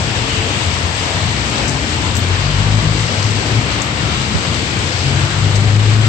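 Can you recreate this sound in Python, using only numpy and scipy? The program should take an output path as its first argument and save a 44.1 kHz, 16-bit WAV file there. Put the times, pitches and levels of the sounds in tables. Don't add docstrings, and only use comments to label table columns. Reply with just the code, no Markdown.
import sys
import numpy as np
from scipy import signal
from scipy.fft import rfft, irfft, next_fast_len
from scipy.io import wavfile
from scipy.ndimage import uniform_filter1d, minimum_filter1d, map_coordinates

SR = 44100
rng = np.random.default_rng(int(sys.argv[2]) if len(sys.argv) > 2 else 0)


def inscribe(sig):
    pcm = np.round(np.clip(np.atleast_2d(sig).T, -1, 1) * 32767)
    wavfile.write(sys.argv[1], SR, pcm.astype(np.int16))


N = 268128
TIME = np.arange(N) / SR

# f/Hz, likeness (1 = same, 0 = unrelated, below 0 = opposed)
LIKENESS = [(60, 0.86), (120, 0.95), (300, 0.9), (600, 0.63), (900, 0.2), (1200, -0.04), (1550, -0.29),
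            (2000, -0.44), (2350, 0.23), (3300, -0.15), (4200, 0.071)]
# f/Hz, relative level/dB
PATTER_COLOUR = [(1500, -34), (3500, -13.5), (5000, 3), (6300, 2), (8000, -0.5), (15000, -5.5)]
SPRAY_COLOUR = [(600, -20.5), (1300, -6), (1900, 1), (2330, -0.5), (2600, -2.5), (3000, -0.5), (4000, -1),
                (4900, -3), (6000, -5.5), (9000, -16), (15000, -32)]
ROAR_COLOUR = [(150, -23), (350, -5), (520, -1.5), (750, -1.5), (1050, -1), (1500, -4), (2200, -7.5),
               (4000, -30), (9000, -54.5)]
RUMBLE_COLOUR = [(20, -37.5), (34, -29), (48, -6.5), (64, -1.5), (85, -2), (120, 2), (165, -5), (215, -6),
                 (300, -8.5), (450, -14), (700, -29.5), (1500, -36.5)]
# t/s, relative level/dB
PATTER_CURVE = [(0.0, -33), (0.86, -31), (1.88, -32.5), (2.54, -39), (2.74, -35), (3.2, -33), (3.83, -35.5),
                (4.98, -31.5), (5.64, -36), (6.08, -33.5)]
SPRAY_CURVE = [(0, -27), (.2, -25.5), (.7, -25.5), (.9, -26.5), (1.05, -25.5), (1.6, -25.5), (1.75, -27),
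               (1.95, -26), (2.3, -26), (2.7, -25.5), (3.4, -27), (3.8, -26), (3.93, -27.5), (4.12, -24.5),
               (4.27, -26), (5.15, -26.5), (5.8, -27), (6.08, -25.5)]
# t/s, half length/s, f/Hz, level/dB
FAR_DRONES = [(0.11, 0.19, 119.8, -24), (0.299, .25, 46, -33), (0.4, 0.23, 448, -31), (1.4, .16, 64, -26),
              (1.691, 0.07, 108, -21.5), (1.711, 0.093, 143.6, -23.5), (1.92, 0.11, 301, -30),
              (2.1, .13, 111, -22.5), (3.6, 0.2, 72.9, -27.5), (3.586, 0.025, 120, -15.5),
              (4.295, .15, 211.5, -29.5), (4.5, 0.19, 174, -27.5), (3.78, .14, 292.4, -31),
              (5.19, 0.13, 110, -25), (5.24, .15, 335, -31), (5.95, .08, 214, -28)]
# t/s, f/Hz (crankshaft turns a second), relative level/dB of the firing tone
QUEUE_REVS = [(0, 49.33, -30), (.55, 46.56, -23), (.8, 42.36, -24.5), (1.3, 46.6, -24.5)]
PICKUP_REVS = [(1.8, 39, -31), (2.1, 42.62, -24), (2.33, 45.85, -19), (2.45, 47.6, -22.5),
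               (2.53, 48.7, -21), (2.6, 50, -15.5), (2.7, 51.3, -21), (2.78, 52.55, -14.5),
               (2.88, 52.9, -20), (2.98, 53.8, -21), (3.06, 54.4, -24)]
CAR_REVS = [(3.14, 50.2, -22.5), (3.24, 51.3, -19.5), (3.44, 53.28, -21), (3.59, 55.4, -17.5),
            (3.66, 56.5, -31.5)]
VAN_REVS = [(3.85, 39.37, -30.5), (4.3, 41.66, -28), (4.62, 42.63, -33.5), (4.95, 44.16, -24),
            (5.22, 45.9, -19), (5.33, 48.7, -25), (5.42, 49.7, -14), (5.55, 50.33, -14.5),
            (5.68, 51.7, -9.5), (6.08, 54.84, -10.3)]
# multiple of the crankshaft speed, level/dB against the firing tone before flicker
SMOOTH_TONES = [(1, -17.5), (2.5, -12.5), (3, -16.5), (4, -23.5)]
PICKUP_TONES = [(2.5, -21), (3, -17.5), (4, -19.5), (4.5, -23), (5, -25.5), (6, -28)]
VAN_TONES = [(1, -22), (2.5, -14), (3.5, -25), (4, -22.5), (6, -24.5), (7, -28), (8, -26)]
# t/s, half length/s, multiple of the crankshaft speed, level/dB
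PICKUP_CHUGGING = [(2.687, 0.38, 1, -22), (2.75, 0.35, 3, -23)]
VAN_CHUGGING = [(4.05, 0.36, 3, -28), (5.18, .15, 3, -20), (5.62, 0.27, 3, -21.5)]
# f/Hz, relative level/dB
GROWL_COLOUR = [(70, -25.5), (130, -1), (220, 0.5), (350, -6.5), (520, -5.5), (1000, -21.5), (3000, -48)]
# t/s, half length/s, f/Hz, level/dB
TYRE_SWISHES = [(0.422, .36, 2900, -25.3), (1.06, .1, 2400, -31), (1.25, .22, 3900, -28),
                (1.618, .05, 2790, -29), (2.457, .035, 4400, -25), (3.205, 0.42, 4870, -26),
                (3.68, 0.23, 2340, -29), (4.55, .2, 4400, -28.5), (4.997, 0.13, 4700, -24),
                (5.12, 0.15, 2600, -28.5), (5.353, .3, 1310, -31)]
TYRE_ROLLS = [(.47, 0.092, 650, -27), (1.13, 0.14, 800, -26), (1.606, 0.059, 620, -25),
              (2.054, 0.1, 780, -27), (3.13, .08, 600, -30.5)]
# t/s, click level/dB, spatter level/dB
NEAR_DROPS = [(.638, -9.5, -26.5), (1.498, -3, -23.5), (1.582, -3, -21.5), (1.681, 3, -24.5),
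              (1.6867, -3, -19), (1.6958, 7, -23.5), (1.891, -5, -22), (2.1537, 5.5, -25),
              (2.159, -5, -23.5), (2.1682, 3, -17), (2.286, -4, -27.5), (3.229, -2, -22), (3.2425, -4, -23),
              (3.308, -8, -24.5), (3.5555, -5, -25.5), (3.8183, -1, -14), (4.545, -8, -21),
              (4.79, -7.5, -22), (4.989, -4, -25), (5.557, -2, -17)]
# f/Hz, gain/dB
TICK_COLOUR = [(1000, -26), (3500, -7.5), (6000, 9.5), (8500, 3), (15000, -3)]
# t/s, droplet level/dB, droplet f/Hz, relative mist level/dB
PUDDLE_SPLASHES = [(1.678, -23, 7500, -37.5), (2.152, -28, 6500, -11), (3.221, -22, 5000, -45.5),
                   (3.817, -32, 6990, -24), (5.555, -28, 7000, -29), (5.965, -31, 7000, -27.5)]
# f/Hz, relative level/dB
MIST_COLOUR = [(4000, -33), (8000, -14.5), (9300, -3), (10300, 19), (11300, 11), (12500, 1), (16000, -4.5)]
# t/s, level/dB
PORT_DROPS = [(4.3508, 2)]
# f/Hz, gain/dB
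LEFT_COLOUR = [(100, 1.5), (4700, 0), (5700, -3), (6400, -2), (7050, -2), (7600, 5), (8300, -2.5),
               (9000, -12.5), (10200, -64), (12500, -24), (15500, -24)]
RIGHT_COLOUR = [(100, -4.5), (400, -5.5), (1100, -8), (1700, -8), (2300, -3.5), (2800, 0.5), (3400, -5),
                (4400, -15.5), (6200, -19.5), (7000, -23.5), (8200, -21.5), (9000, -39), (10000, -61),
                (13000, -40)]
BASS_CUT = [(20, -17.5), (32, -7), (42, 0)]


def amp(db):
    return 10 ** (np.asarray(db) / 20)


def unit(x):
    return x / np.sqrt(np.mean(x ** 2) + 1e-20)


def along(points, hz):
    freqs, values = np.transpose(points)
    return np.interp(np.log(hz + 1), np.log(freqs + 1), values)


def curves(rows):
    times, *columns = np.transpose(rows)
    return [np.interp(TIME, times, column) for column in columns]


def wobble(rate):
    return map_coordinates(rng.standard_normal(int(N * rate / SR) + 4), [TIME * rate])


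def swell(s, half, power=2):
    return np.exp(-((TIME - s) / half) ** power)


def held(start, end, fade_s):
    return np.clip(1 - np.maximum(start - TIME, TIME - end) / fade_s, 0, 1)


def fading(s, t60, attack):
    age = np.maximum(TIME - s, 0)
    return (1 - np.exp(-age / attack)) * np.exp(-np.minimum(np.log(1000) * age / t60, 50))


def filtered(x, response):
    size = next_fast_len(N + SR // 2)
    return irfft(rfft(x, size) * response(np.fft.rfftfreq(size, 1 / SR)), size)[..., :N]


def coloured(x, colour):
    return filtered(x, lambda hz: amp(along(colour, hz)))


def band(x, centre, width):
    return unit(filtered(x, lambda hz: np.exp(-(np.log((hz + 1) / centre) / width) ** 2)))


def patchy(depth_db):
    grid = signal.stft(rng.standard_normal((2, N)), nperseg=1024)[2]
    patches = uniform_filter1d(rng.standard_normal(grid.shape[1:]), size=7, axis=0)
    patches = uniform_filter1d(patches, size=14, axis=1)
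    return unit(signal.istft(grid * amp(depth_db * unit(patches)), nperseg=1024)[1][:, :N])


def impacts(spread_db, count):
    when = rng.integers(0, N, (2, count))
    sizes = amp(spread_db * np.clip(rng.standard_normal((2, count)), -3, 2.5))
    sizes *= rng.choice([-1, 1], (2, count))
    return unit(np.array([np.bincount(w, s, N) for w, s in zip(when, sizes)]))


def surround(pair, colour):
    def response(hz):
        turn = np.arccos(np.clip(along(LIKENESS, hz), -1, 1)) / 2
        return amp(along(colour, hz)) * [np.cos(turn), np.sin(turn)]
    mid, side = filtered(pair, response)
    return unit(np.array([mid + side, mid - side]))


def rain_and_spray():
    (patter_db,), (spray_db,) = curves(PATTER_CURVE), curves(SPRAY_CURVE)
    roar_db = -23 + 0.38 * wobble(12)
    patter = surround(patchy(depth_db=1.2) + 0.85 * impacts(spread_db=0.5, count=14000), PATTER_COLOUR)
    spray = surround(patchy(depth_db=0.74) + 0.42 * impacts(spread_db=5.5, count=11000), SPRAY_COLOUR)
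    roar = surround(patchy(depth_db=1.3), ROAR_COLOUR)
    flutter_db = np.tanh(wobble(21.795))
    hiss = amp(patter_db + 7) * patter + amp(spray_db + 6) * spray
    return amp(flutter_db) * hiss + amp(roar_db) * roar


def traffic():
    rumble_db = -20.5 + wobble(6.93)
    sound = amp(rumble_db) * surround(patchy(depth_db=1), RUMBLE_COLOUR)
    for s, half, hz, db in FAR_DRONES:
        phase = 2 * np.pi * np.cumsum(hz * (1 + 0.01202 * wobble(14))) / SR
        sound += amp(db) * swell(s, half) * np.sqrt(2) * np.sin(phase)
    return sound


def engine(revs, tones, chugs, boost_db, growl_db, rough, fade_s):
    crank_hz, firing_db = curves(revs)
    turns = np.cumsum(crank_hz * (1 + 0.0052 * wobble(16))) / SR + rng.random()
    tone = lambda k: np.sqrt(2) * np.cos(2 * np.pi * k * turns)
    firing = tone(2) * (1 + rough * wobble(35))
    others = sum(amp(db) * tone(k) * (0.78 + 0.71 * wobble(30)) for k, db in tones)
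    gas = surround(rng.standard_normal((2, N)), GROWL_COLOUR)
    growl = amp(growl_db) * (1 + .5 * tone(2)) * gas
    chug = sum(amp(db + 1.1 * wobble(9.7)) * swell(s, half, power=4) * tone(k)
               for s, half, k, db in chugs)
    exhaust = amp(firing_db + boost_db) * (firing + others + growl) + chug
    return held(revs[0][0], revs[-1][0], fade_s) * exhaust


def vehicles():
    queue = engine(QUEUE_REVS, SMOOTH_TONES, [], boost_db=0.5, growl_db=-20, rough=0.8, fade_s=0.17)
    pickup = engine(PICKUP_REVS, PICKUP_TONES, PICKUP_CHUGGING,
                    boost_db=3, growl_db=-19, rough=0.25, fade_s=0.045)
    car = engine(CAR_REVS, SMOOTH_TONES, [], boost_db=1, growl_db=-15, rough=0.19, fade_s=0.067)
    van = engine(VAN_REVS, VAN_TONES, VAN_CHUGGING, boost_db=1, growl_db=-21, rough=0.17, fade_s=0.38)
    return queue + pickup + car + van


def swishes():
    return sum(amp(db) * swell(s, half) * band(rng.standard_normal((2, N)), hz, width=0.29)
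               for s, half, hz, db in TYRE_SWISHES)


def rolls():
    tread = surround(rng.standard_normal((2, N)), ROAR_COLOUR)
    return sum(amp(db) * swell(s, half) * band(tread, hz, width=0.66) for s, half, hz, db in TYRE_ROLLS)


def drips():
    strays = [(rng.uniform(0, N / SR), rng.normal(-9, 1), -27.5) for _ in range(10)]
    age = np.arange(SR // 10) / SR
    decay = np.exp(-np.log(1000) * age / 0.06)
    ticks = np.zeros((2, N + len(age)))
    for s, click_db, spatter_db in NEAR_DROPS + strays:
        drop = amp(spatter_db) * decay * rng.standard_normal((2, len(age)))
        drop[:, 0] = amp(click_db)
        start = round(s * SR)
        ticks[:, start:start + len(age)] += drop
    return coloured(ticks[:, :N], TICK_COLOUR)


def splashes():
    mist_delay_s, mist_boost_db = .025, 11
    droplets = impacts(spread_db=7, count=30000)
    mist = unit(coloured(rng.standard_normal((2, N)), MIST_COLOUR))
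    sound = np.zeros((2, N))
    for s, db, hz, mist_db in PUDDLE_SPLASHES:
        sound += amp(db) * fading(s, t60=0.29, attack=0.0021) * band(droplets, hz, width=0.3)
        sound += amp(mist_db + mist_boost_db) * (TIME > s) * swell(s + mist_delay_s, half=.027) * mist
    return sound


def port_thump():
    start_hz, end_hz, sink_s = 218, 68, .005
    right = np.zeros(N)
    for s, db in PORT_DROPS:
        hz = end_hz + (start_hz - end_hz) * np.exp(-np.maximum(TIME - s, 0) / sink_s)
        phase = 2 * np.pi * np.cumsum(hz * (TIME > s)) / SR
        thud = fading(s, t60=.13, attack=.0003) * np.sin(phase)
        click = .8 * fading(s - .001, t60=.003, attack=.0001) * rng.standard_normal(N)
        right += amp(db) * (thud + click)
    return np.array([np.zeros(N), right])


def scene():
    street = rain_and_spray() + swishes() + rolls() + traffic() + vehicles()
    return street + drips() + splashes() + port_thump()


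def record(dry):
    ceiling, top_hz = .98, 15800
    ports = np.array([coloured(dry[0], LEFT_COLOUR), coloured(dry[1], RIGHT_COLOUR)])
    heard = coloured(ports, BASS_CUT)
    safe_gain = 1 / np.maximum(1, np.abs(heard).max(axis=0) / ceiling)
    smooth_gain = uniform_filter1d(minimum_filter1d(safe_gain, size=601), size=401)
    return filtered(heard * smooth_gain, lambda hz: hz < top_hz)


dry = scene()
out = record(dry)
inscribe(out)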